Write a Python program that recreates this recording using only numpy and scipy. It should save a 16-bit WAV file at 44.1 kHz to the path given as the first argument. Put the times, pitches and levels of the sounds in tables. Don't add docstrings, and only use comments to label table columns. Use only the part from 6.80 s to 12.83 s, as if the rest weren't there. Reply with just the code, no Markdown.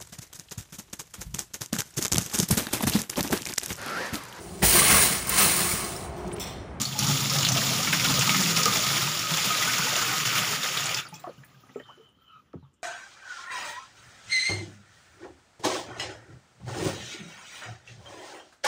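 import sys
import numpy as np
from scipy import signal
from scipy.io import wavfile
from scipy.ndimage import uniform_filter1d

SR = 44100
rng = np.random.default_rng(int(sys.argv[2]) if len(sys.argv) > 2 else 0)


def wrap_up_sound(samples):
    columns = np.atleast_2d(samples).T
    tamed = np.clip(columns, -1, 1)
    steps = np.round(tamed * 32767).astype(np.int16)
    wavfile.write(sys.argv[1], SR, steps)


def to_linear_factor(level_db):
    exponent = np.asarray(level_db, float) / 20
    return 10 ** exponent


N = 265923


def evened(x):
    return x / np.sqrt(np.mean(x ** 2) + 1e-20)


def curves(rows):
    s, *columns = np.transpose(rows)
    t = np.arange(N) / SR
    on = (t >= s[0]) & (t <= s[-1] + .01)
    return [np.interp(t, s, c) for c in columns], on


def colour(x, points):
    f, db = np.transpose(points)
    hz = abs(np.fft.fftfreq(8192, 1 / SR))
    log_gain = np.interp(np.log(hz + 1), np.log(f), db, -90, -90) * np.log(10) / 20
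    taps = np.fft.ifft(np.exp(np.conj(signal.hilbert(log_gain)))).real[:4096]
    return evened(signal.oaconvolve(x, taps)[:N])


def modes(x, table):
    out = 0
    for hz, width, db in table:
        pole = np.exp((2j * np.pi * hz - np.pi * width) / SR)
        out = out + to_linear_factor(db) * evened(signal.lfilter([1], np.poly([pole, pole]), x).real)
    return evened(out)


def random_sizes(per_s, spread_db, largest):
    size = to_linear_factor(spread_db * np.minimum(rng.exponential(1, N), largest))
    return size * (rng.random(N) < per_s / SR)


def landings(per_s, spread_db, t60):
    return evened(signal.lfilter([1], [1, -to_linear_factor(-60 / t60 / SR)], random_sizes(per_s, spread_db, 4)))


def grains(low_hz, high_hz, cycles, per_s, spread_db, glide, count=24):
    size = random_sizes(per_s, spread_db, 5)
    which, out = rng.integers(0, count, N), np.zeros(N)
    for k, hz in enumerate(np.geomspace(low_hz, high_hz, count)):
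        u = np.arange(int(5 * cycles * SR / hz)) * hz / SR / cycles
        envelope = np.exp(-u) * (1 - np.exp(-u * 12))
        tone = np.sin(2 * np.pi * cycles * (u + glide * u ** 2)) * envelope
        out += signal.oaconvolve(size * (which == k), tone * np.sqrt(hz / cycles))[:N]
    return evened(out)


def patchy_noise(depth_db, bins, frames):
    a, b, p = rng.standard_normal((N // 64 + 9, 129, 3)).T
    p = evened(uniform_filter1d(uniform_filter1d(p, int(bins), 0), int(frames), 1))
    spectrum = (a + 1j * b) * to_linear_factor(depth_db * p)
    return evened(signal.istft(spectrum, nperseg=256, noverlap=192)[1][:N])


def hits(rows, width, rise_s, rise_per_s=0):
    out, t = np.zeros(N + SR), np.arange(SR // 4) / SR
    noise = rng.standard_normal((len(rows), len(t)))
    for (s, db, hz, t60, share), n in zip(rows, noise):
        share = np.clip(share, 0, 1)
        edges = np.minimum([hz / (1 + width), hz * (1 + width)], [SR / 3, SR / 2.1])
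        band = signal.butter(2, edges, "band", fs=SR, output="sos")
        puff = evened(signal.sosfilt(band, n)) * 0.39
        tone = np.sin(2 * np.pi * hz * t * (1 + rise_per_s * t))
        envelope = to_linear_factor(db - 60 * t / t60) * (1 - np.exp(-(t / rise_s) ** 2))
        out[round(s * SR):][:len(t)] += envelope * ((1 - share) * tone + share * puff)
    return out[:N]


def alike(rows, t60, share, db=0):
    return [(s, peak + db, hz, t60, share) for s, peak, hz in rows]


def whistle(rows, width, partials):
    (hz, db), on = curves(rows)
    out = np.zeros(N)
    for k, k_db in partials:
        r = np.exp(-np.pi * k * width / SR)
        a, b = rng.standard_normal((2, on.sum()))
        flutter = signal.lfilter([1], np.poly([r, r]), a + 1j * b)
        carrier = np.exp(2j * np.pi * k * np.cumsum(hz[on]) / SR)
        out[on] += to_linear_factor(k_db) * evened((flutter * carrier).real)
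    return to_linear_factor(db) * out


def tub_echo(x, t60, wet_db):
    at = np.arange(60, SR // 4, 22)
    at = at + rng.integers(0, 22, len(at))
    taps = np.zeros(SR // 4 + 22)
    taps[at] = rng.choice([-1., 1.], len(at)) * to_linear_factor(-60 * at / SR / t60)
    return x + to_linear_factor(wet_db) * signal.oaconvolve(x, taps / np.linalg.norm(taps))[:N]


# pitch_hz, level_db
RUMBLE = [(12, -64.5), (20, -39), (32, -22.5), (70, 0.5), (100, -7.5), (130, -21), (220, -120)]
ROOM = [(24, -39), (40, -9), (207, 1), (535, -10), (740, -22), (1280, -11), (1410, -15), (2270, -24),
        (3060, -16), (4350, -31), (5580, -28), (8110, -37), (15500, -40)]


def room():
    hum = to_linear_factor(-73.5) * colour(rng.standard_normal(N), RUMBLE)
    return hum + to_linear_factor(-70) * colour(patchy_noise(2.3, 4.5, 27), ROOM)


# start_s, trickle_db
DRAIN = [
    (4.2, -67),
    (4.28, -61.5),
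    (4.42, -65),
    (4.55, -70),
    (4.98, -72.5),
    (5.2, -75),
    (5.35, -84),
    (5.6, -82.5),
    (5.95, -93),
]
# pitch_hz, level_db
TRICKLE = [(200, -36), (300, -6), (900, -7), (1270, -6.5), (1700, -10), (3200, -10.5), (4500, -15),
           (7300, -16.5), (8100, -32), (10000, -23), (13500, -36), (15000, -20), (15600, -24.5)]


def drain():
    (trickle_db,), on = curves(DRAIN)
    trickle = to_linear_factor(trickle_db + 9.5) * colour(patchy_noise(2.2, 9, 25), TRICKLE)
    bubbles = grains(610, 3050, cycles=13, per_s=45, spread_db=1, glide=0.0084, count=8)
    return on * (trickle + to_linear_factor(trickle_db - 6) * bubbles)


# start_s, pitch_hz, level_db
SQUEAK = [
    (4.99, 3080, -57),
    (5.03, 3210, -61),
    (5.11, 3100, -52),
    (5.175, 3100, -67),
    (5.28, 3120, -58),
    (5.32, 3050, -69),
    (5.37, 3250, -71),
    (5.51, 3050, -57.5),
    (5.6, 3120, -74),
]
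# start_s, pitch_hz, level_db
GROAN = [
    (5.38, 1334, -72),
    (5.43, 1340, -65),
    (5.465, 1323, -74),
    (5.485, 1330, -58),
    (5.57, 1255, -52),
    (5.61, 1260, -61),
    (5.65, 1240, -84),
]
# multiple, level_db
GROAN_PARTIALS = [(1, -0.5), (2, -17), (3.08, -22)]
# start_s, pitch_hz, level_db
SCRAPE = [
    (5.77, 4020, -92),
    (5.8, 4150, -80),
    (5.83, 4000, -82),
    (5.845, 3500, -76),
    (5.87, 3400, -79.5),
    (5.89, 3210, -87.5),
]
# start_s, pitch_hz, level_db
WHINES = [
    [(5.31, 14400, -95), (5.33, 14480, -86), (5.365, 14680, -86), (5.385, 14200, -89), (5.455, 14000, -86),
     (5.49, 12950, -88), (5.515, 12900, -95)],
    [(5.505, 14200, -95), (5.53, 13600, -90), (5.56, 14050, -89), (5.59, 13850, -90), (5.63, 12830, -96)],
]
# start_s, pitch_hz, level_db
LOW_WHINE = [
    (5.55, 11300, -96),
    (5.59, 12100, -90),
    (5.68, 9700, -96),
]


def rim_rub():
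    rub = whistle(SQUEAK, 170, [(0.98, -2.0)]) + whistle(GROAN, 115, GROAN_PARTIALS)
    rub += whistle(SCRAPE, 520, [(1, 0)])
    for rows in [*WHINES, LOW_WHINE]:
        rub += whistle(rows, 60, [(1, 0)])
    return rub


# start_s, peak_db, pitch_hz, t60_s, noise_share
KNOCKS = [(4.184, -25, 1270, 0.069, 0.8), (4.325, -35.5, 854, 0.15, 0.4), (4.44, -28.5, 738, 0.073, 0),
          (4.474, -26, 670, 0.048, 0.14), (4.493, -25.5, 520, 0.05, 0.28), (4.633, -32.5, 1700, 0.035, 0.7),
          (4.744, -48, 1580, 0.075, 0.3), (4.835, -47, 272, 0.15, 0.6), (4.892, -43, 256, 0.11, 0.63),
          (4.958, -17, 425, 0.057, 0.37), (4.999, -24.5, 410, 0.043, 0.85), (5.174, -40, 369, 0.094, 0.4),
          (5.738, -22, 358, 0.043, 1), (5.752, -36, 360, 0.091, 0.8), (5.765, -37.5, 256, 0.07, 0.44)]
# start_s, peak_db, pitch_hz, t60_s, noise_share
PINGS = [(4.2244, -39, 1470, 0.08, 0.5), (4.2494, -26.5, 1394, 0.055, 0.5), (4.3344, -40, 2475, 0.093, 0.5),
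         (4.353, -37, 3340, 0.068, 0.4), (4.4398, -26.5, 1104, 0.083, 0.65),
         (4.464, -29.5, 1160, 0.13, 0.9), (4.8356, -40, 1240, 0.028, 0.25), (4.8923, -50, 1330, 0.13, 0.55),
         (4.958, -40, 1290, 0.14, 0.4), (4.888, -47, 1960, 0.066, .6), (4.945, -43, 2200, .06, .7),
         (5.05, -48, 1320, 0.76, 0.73), (4.998, -30, 1846, 0.048, 0.64), (5.7316, -37.5, 1276, 0.05, 0.5),
         (5.7673, -53, 962, 0.056, 0.6), (5.8237, -53, 960, 0.19, 0.96), (5.848, -53, 1140, 0.088, 0.88)]
# start_s, peak_db, pitch_hz, t60_s, noise_share
THUDS = [
    (4.322, -43, 164, 0.16, 0),
    (4.58, -36.5, 137, 0.031, 0.15),
    (4.74, -47, 135, 0.22, 0.4),
    (4.968, -36.5, 254, 0.088, 0.24),
    (5.753, -30.5, 157, 0.11, 0.3),
    (5.828, -44.5, 136.6, 0.16, 0.1),
    (5.76, -35.5, 87.6, 0.34, 0.16),
]


def knocks():
    body = hits(KNOCKS, width=.35, rise_s=.002) + hits(PINGS, width=.18, rise_s=.002)
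    return body + hits(THUDS, width=0.38, rise_s=0.00062)


# start_s, peak_db, pitch_hz
DRIPS = [(4.2844, -35, 9570), (4.339, -28, 5870), (4.3944, -37.5, 7300), (4.5775, -49, 4500),
         (4.5285, -54, 10900), (4.8653, -54, 9600), (4.9501, -64, 10000), (5.1516, -64, 9900),
         (5.222, -63, 5840), (5.43, -66, 4600), (4.6438, -43, 9400), (4.7994, -54, 4680),
         (5.1098, -57, 5800), (5.2864, -58, 8830), (5.9304, -60.5, 7700), (5.937, -55, 7330),
         (6.021, -54, 7550)]
# start_s, peak_db, pitch_hz
MIST = [(4.337, -42, 14900), (4.3949, -47, 14900), (4.6453, -46, 14900), (4.937, -58, 7250),
        (4.965, -50, 7250), (4.5764, -59, 14800), (4.7391, -61, 14800), (4.8029, -56, 15000),
        (4.9201, -62, 14500), (4.965, -60, 14700), (4.9965, -65, 15000), (5.4195, -63, 14700)]


def drips():
    bursts = hits(alike(DRIPS, 0.039, 0.81), width=0.17, rise_s=0.0026)
    return bursts + hits(alike(MIST, .09, .95), width=0.04, rise_s=.002)


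# start_s, peak_db, pitch_hz, t60_s, noise_share
GLUGS = [
    (.152, -32.5, 845, 0.19, 0.1),
    (0.22, -29.5, 840, 0.15, 0),
    (1.857, -12, 1250, 0.076, 0.1),
    (1.878, -14, 1225, 0.063, 0),
    (2.9, -20, 2000, 0.045, 0.5),
    (2.82, -19.5, 2000, 0.075, 0.4),
    (2.875, -16.5, 1510, 0.1, 0.3),
    (1.071, -14.5, 2200, 0.04, 0.7),
    (4.47, -32, 349, 0.13, 0.3),
]
# start_s, peak_db, pitch_hz
PLOPS = [(0.702, -17, 734), (0.758, -15, 682), (1.072, -14.5, 1375), (1.129, -11, 1574),
         (1.245, -12.5, 1415), (1.379, -13.5, 513), (1.763, -13, 1394), (3.669, -21, 1680),
         (4.047, -22, 776), (0.287, -25.5, 826), (0.398, -33.5, 860), (1.195, -23, 540),
         (1.292, -21.5, 896), (1.856, -12.5, 462), (3.066, -18.5, 876), (3.122, -19, 748),
         (3.228, -20.5, 789), (3.85, -24, 747), (4.105, -24, 780), (4.158, -30, 877)]
# start_s, peak_db, pitch_hz
BEADS = [(4.171, -20, 2580), (4.185, -21, 3500), (4.19, -33, 5450), (4.21, -36, 4060), (4.221, -35, 3700),
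         (4.229, -37, 2450), (4.232, -40, 6840), (4.241, -39, 2450), (4.25, -39, 5300), (4.258, -34, 1350),
         (4.266, -37, 4640), (4.352, -37, 7200), (4.392, -46, 1780), (4.394, -45, 3900), (4.49, -46, 4370),
         (4.577, -48, 2980), (4.584, -48, 1510), (4.637, -50, 2370), (4.836, -48, 755), (4.898, -50, 780),
         (4.907, -55, 2950), (4.915, -57, 3750), (5.035, -48, 3600), (5.53, -57, 2600), (5.768, -50, 1290)]


def bubbles_bursting():
    air = hits(GLUGS, width=.18, rise_s=.002)
    air += hits(alike(PLOPS, 0.077, 0.66), width=0.76, rise_s=0.0039)
    air += hits(alike(BEADS, 0.076, 0.65), width=.1, rise_s=0.0016)
    riser = [(5.084, -22, 740, .07, .4)]  # start_s, peak_db, pitch_hz, t60_s, noise_share
    return air + hits(riser, width=.3, rise_s=0.018, rise_per_s=14)


# start_s, peak_db, pitch_hz
POCKETS = [
    (2.975, -20.5, 1445),
    (3.015, -18.5, 1467),
    (3.175, -20, 1510),
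    (3.28, -22, 1480),
    (3.52, -19.5, 1364),
    (4.355, -41, 2550),
    (4.21, -33, 1450),
    (5.19, -40.5, 448),
]


def pockets():
    return hits(alike(POCKETS, 0.16, 0.57), width=.08, rise_s=.005)


# pitch_hz, width_hz, level_db
SHELL = [(115.5, 5.7, 1.5), (136.6, 31, 14.5)]
SHELL_UPPER = [(167, 14, 0), (202.2, 39, -1), (263, 29, -5)]
RING = [(1255, 28, -2), (1234, 170, 5.5)]
# pitch_hz, level_db
GURGLE = [(160, -31.5), (280, -19), (322, -13), (573, -12), (1060, -8), (1260, 0.5), (1500, -11),
          (1950, -26.5), (3300, -120)]


def shell(lumps, flow_db, weight_db, aim, depth):
    (trickle_db,), settling = curves(DRAIN)
    force = to_linear_factor(flow_db + weight_db - 2.5 - 10.5 * depth)
    force = force + settling * to_linear_factor(trickle_db + 10.5)
    white = rng.standard_normal((5, N))
    plops = grains(299.9, 1050.4, cycles=10.4, per_s=260, spread_db=2.5, glide=0.0018)
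    gurgle = colour(white[0] * (1 + 0.69 * lumps) + .5 * plops, GURGLE)
    blows = white[1] * (1 + 0.68 * lumps)
    upper = to_linear_factor(-7 + 14.5 * aim) * modes(blows, SHELL_UPPER)
    boom = modes(blows, SHELL) + upper + to_linear_factor(-33) * colour(white[2], RUMBLE)
    ring = modes(white[3] * (1 + 0.1 * lumps), RING)
    swell = evened(uniform_filter1d(uniform_filter1d(white[4], size=2000), size=2000))
    ring_db = -18 + 6 * depth + 3 * swell
    poured = to_linear_factor(flow_db) * (to_linear_factor(-10 + 0.5 * depth) * gurgle + to_linear_factor(ring_db) * ring)
    return force * boom + settling * to_linear_factor(trickle_db + 3.0) * ring + poured


# start_s, peak_db, pitch_hz
BLOWS = [(0.064, -19.5, 137), (0.201, -22, 137.4), (0.314, -19, 139.7), (0.552, -14, 144),
         (0.644, -25, 140), (0.89, -22.5, 126), (1.085, -14.5, 142.4), (1.272, -21, 133),
         (1.378, -14.5, 123), (1.467, -22, 210), (1.569, -11, 192), (1.654, -18, 204), (1.719, -24, 186),
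         (1.871, -20, 197), (1.958, -26, 108), (2.269, -22.5, 154), (2.401, -28.5, 137),
         (2.507, -18.5, 158), (2.655, -22, 196), (2.982, -21.5, 172), (3.451, -23.5, 135),
         (4.039, -23, 161)]
# start_s, peak_db
CHIMES = [(2.21, -18.5), (0.505, -18), (1.3545, -20.5), (1.492, -19), (1.526, -19.5), (1.5896, -20.5),
          (1.703, -23.5), (1.7681, -14.5), (1.9155, -20.5), (2.0276, -14), (2.1205, -25), (2.4328, -18),
          (2.695, -12), (2.79, -15), (2.8961, -19), (3.0602, -20.5), (3.56, -21), (3.8275, -23),
          (3.989, -22), (4.09, -22)]


def drums():
    booms = hits(alike(BLOWS, 0.21, 0.41, -0.5), width=0.15, rise_s=0.0096)
    chimes = [(s, db - 4, RING[0][0], 0.24, .42) for s, db in CHIMES]
    return booms + hits(chimes, width=0.05, rise_s=0.01)


# start_s, peak_db, pitch_hz
FLECKS = [(0.0154, -19, 10500), (0.1905, -14, 9800), (0.2638, -24, 14700), (0.2877, -14, 10500),
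          (0.5262, -15, 14000), (0.5851, -18.5, 14600), (0.8629, -21, 14700), (1.3887, -16, 14000),
          (1.4072, -18.5, 14600), (1.6551, -17.5, 14700), (1.8756, -22.5, 14800), (1.9505, -21.5, 14900),
          (2.3421, -21.5, 10100), (2.5721, -25, 13000), (2.6564, -12.5, 8720), (2.9836, -18, 14000),
          (4.1011, -25, 14900)]


def flecks():
    return hits(alike(FLECKS, 0.01, 1.0), width=0.17, rise_s=0.00043)


# start_s, peak_db, pitch_hz
CRACKS = [(0.0174, -6, 6900), (0.192, -6.5, 5900), (0.4984, -9, 5130), (0.6499, -2, 4130),
          (0.668, -4, 2920), (1.1276, -10.5, 2800), (1.133, -9, 3280), (1.4942, 2, 2600),
          (1.7657, -1, 4500), (1.7739, -2, 5500), (1.857, 3, 5500), (2.5395, -5.5, 3730),
          (0.2262, -13.5, 3600), (1.3405, -7, 4800), (1.4262, -11.5, 3470), (2.573, -5.5, 6450),
          (2.984, -4.5, 6500), (3.974, -14.5, 4000), (4.0405, -13, 5000), (4.058, -13, 6500),
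          (4.094, -12, 4500), (4.146, -4, 5170), (4.4388, -32, 2820), (5.7314, -46, 2590),
          (5.7322, -51.5, 5200), (5.768, -56, 1990), (4.9985, -42, 5200)]


def cracks():
    return hits(alike(CRACKS, 0.0027, 0.42), width=0.65, rise_s=0.000058)


# start_s, peak_db, pitch_hz
SLAPS = [(0.015, -12, 7000), (0.189, -10, 5600), (0.225, -15, 3000), (0.497, -8, 5250), (0.534, -12, 5700),
         (0.5855, -10, 5340), (0.629, -12.5, 2860), (0.6489, -7, 3900), (0.6668, -11, 2770),
         (0.6867, -11, 5900), (0.7188, -9, 6100), (0.771, -9, 2750), (1.072, -14, 2290),
         (1.1284, -6.5, 2160), (1.1962, -10.5, 2100), (2.643, -13, 4550), (1.391, -8, 6700),
         (1.41, -9, 2750), (1.495, -10, 2220), (1.7692, -9.5, 2516), (1.832, -9.5, 5660),
         (1.8552, -11.5, 4840), (2.0654, -12, 3890), (2.392, -12, 5450), (2.538, -12, 3440),
         (2.821, -18, 2030), (2.9816, -16.5, 5800), (3.9715, -10, 3420), (4.0913, -13, 2370),
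         (4.146, -15, 5040), (0.0523, -14.5, 4390), (0.266, -14, 5680), (0.552, -16.5, 6200),
         (0.724, -18, 4500), (1.0286, -11, 5710), (1.244, -12.5, 2600), (1.3394, -13.5, 4800),
         (1.375, -13.5, 3300), (1.545, -11, 2100), (2.4947, -21, 3350), (2.571, -18, 6000),
         (3.155, -12, 2690), (3.453, -12.5, 2690), (3.5538, -15, 2290), (3.8307, -14, 3670),
         (3.845, -24, 2900), (4.04, -19, 6000), (4.056, -15, 7000), (4.067, -18, 4300)]


def slaps():
    return hits(alike(SLAPS, 0.035, 0.74), width=0.2, rise_s=.0009)


# start_s, flow_db, weight_db on the bare shell, aim (0 middle - 1 wall)
STREAM = [(0.0, -29, 15, 0.56), (.025, -31, -8.5, 0.7), (.11, -38, 0, 0.29), (.21, -29.5, 0.5, 0.32),
          (.63, -25, -2, 0.19), (.74, -30.5, 3.5, 0.18), (.81, -26.5, -1.5, 0.36), (1.41, -27, 1.5, 0.33),
          (1.56, -25, -6.5, 0.93), (1.87, -23.5, -3, 0.45), (2.29, -29, -4.5, 0.36),
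          (2.45, -29.5, -0.5, 0.43), (2.57, -27.5, -5.5, 0.43), (3.69, -29, -1, 0.31),
          (3.8, -33, -3.5, 0.95), (3.86, -29, -3.5, 0.23), (4.195, -34, 2.5, 0.19),
          (4.26, -57.5, -12, 0.091)]
# start_s, change_db, length_s
GUSHES = [(0.306, 3, 0.035), (0.467, -3, 0.1), (0.164, -5, 0.029), (0.61, -2, 0.054), (0.768, 4, 0.039),
          (1.077, 0.7, 0.055), (1.103, -3, 0.026), (1.13, 2.5, 0.022), (1.25, 1.5, 0.032), (1.4, 2, 0.074),
          (1.427, 2.5, 0.014), (1.498, 1.5, 0.021), (1.663, -2.5, 0.068), (1.748, -5.5, 0.052),
          (1.769, 5, 0.026), (1.822, -2, 0.081), (1.848, 2.5, 0.043), (1.888, -3.5, 0.089),
          (1.964, 1, 0.026), (1.999, -3, 0.036), (2.17, 2.5, 0.026), (2.472, -2.5, 0.066),
          (3.165, 2.5, 0.038), (3.578, 1.6, 0.058), (3.845, 0.5, 0.047), (3.91, -3, 0.065),
          (3.972, 2.5, 0.048), (4.018, -3, 0.054), (4.063, 1, 0.11)]


def flow():
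    (flow_db, weight_db, aim), on = curves(STREAM)
    t = np.arange(N) / SR
    neck_s, neck_db, surge_db, surge_t60 = 0.015, -2.5, 2, 0.031
    for s, db, hz in SLAPS:
        size = to_linear_factor(db + 8.5)
        at = round(s * SR)
        flow_db[max(at - round(neck_s * SR), 0):at] += size * neck_db
        flow_db[at:at + SR // 4] += size * surge_db * to_linear_factor(-60 * t[:SR // 4] / surge_t60)
    for s, db, length in GUSHES:
        near = slice(round((s - length) * SR), round((s + length) * SR))
        flow_db[near] += db * np.cos(np.pi / 2 * (t[near] - s) / length) ** 2
    pour_s = 4.2
    return np.where(on, flow_db, -140), weight_db, aim, np.minimum(t / pour_s, 1)


# pitch_hz, level_db
SPRAY = [(1530, -24.5), (2600, -10.5), (3450, 1.5), (4350, -0.5), (5570, 2), (6180, -2), (6820, 2.5),
         (7450, -2), (8150, -13), (9330, -7), (13400, -14.5), (14800, -5.5), (15500, -3)]
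SPLASH = [(790, -26), (1350, -8), (1670, -11.5), (2180, -10), (3000, -10.5), (3900, -18.5), (6600, -120)]


def pour(lumps, flow_db, depth):
    ragged = 0.26 * depth ** 8
    drops = patchy_noise(1.36, 6.1, 14) * (1 + (0.2 + ragged) * lumps) / (1 + ragged)
    drops = drops + .45 * grains(1400, 9000, cycles=2.5, per_s=2200, spread_db=3.6, glide=.03)
    bubbles = grains(1400, 3200, cycles=23, per_s=71, spread_db=-2.0, glide=0.013)
    splash = colour(drops, SPLASH) + to_linear_factor(-13) * bubbles
    spray = to_linear_factor(-0.5) * colour(drops, SPRAY)
    return to_linear_factor(flow_db) * (spray + to_linear_factor(-12 + 10 * depth) * splash)


def scene():
    lumps = landings(per_s=98, spread_db=4.0, t60=0.054)
    flow_db, weight_db, aim, depth = flow()
    sharp = drips() + flecks() + slaps()
    dull = knocks() + bubbles_bursting()
    echoing = tub_echo(sharp, t60=0.16, wet_db=-3.5) + tub_echo(dull, t60=0.1, wet_db=-6)
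    water = drain() + pockets() + cracks() + pour(lumps, flow_db, depth)
    plastic = shell(lumps, flow_db, weight_db, aim, depth) + drums()
    return (room() + rim_rub() + echoing + plastic + water)[None]


def band_limit(x):
    return signal.sosfilt(signal.butter(12, 16830, fs=SR, output="sos"), x)


def record(dry):
    x = signal.sosfilt(signal.butter(2, 70, "high", fs=SR, output="sos"), dry)
    top_cut = signal.firwin(1023, 15650, window=("kaiser", 10), fs=SR)
    x = signal.oaconvolve(x, top_cut[None], "same")
    return band_limit(x)


dry = scene()
out = record(dry)
wrap_up_sound(out)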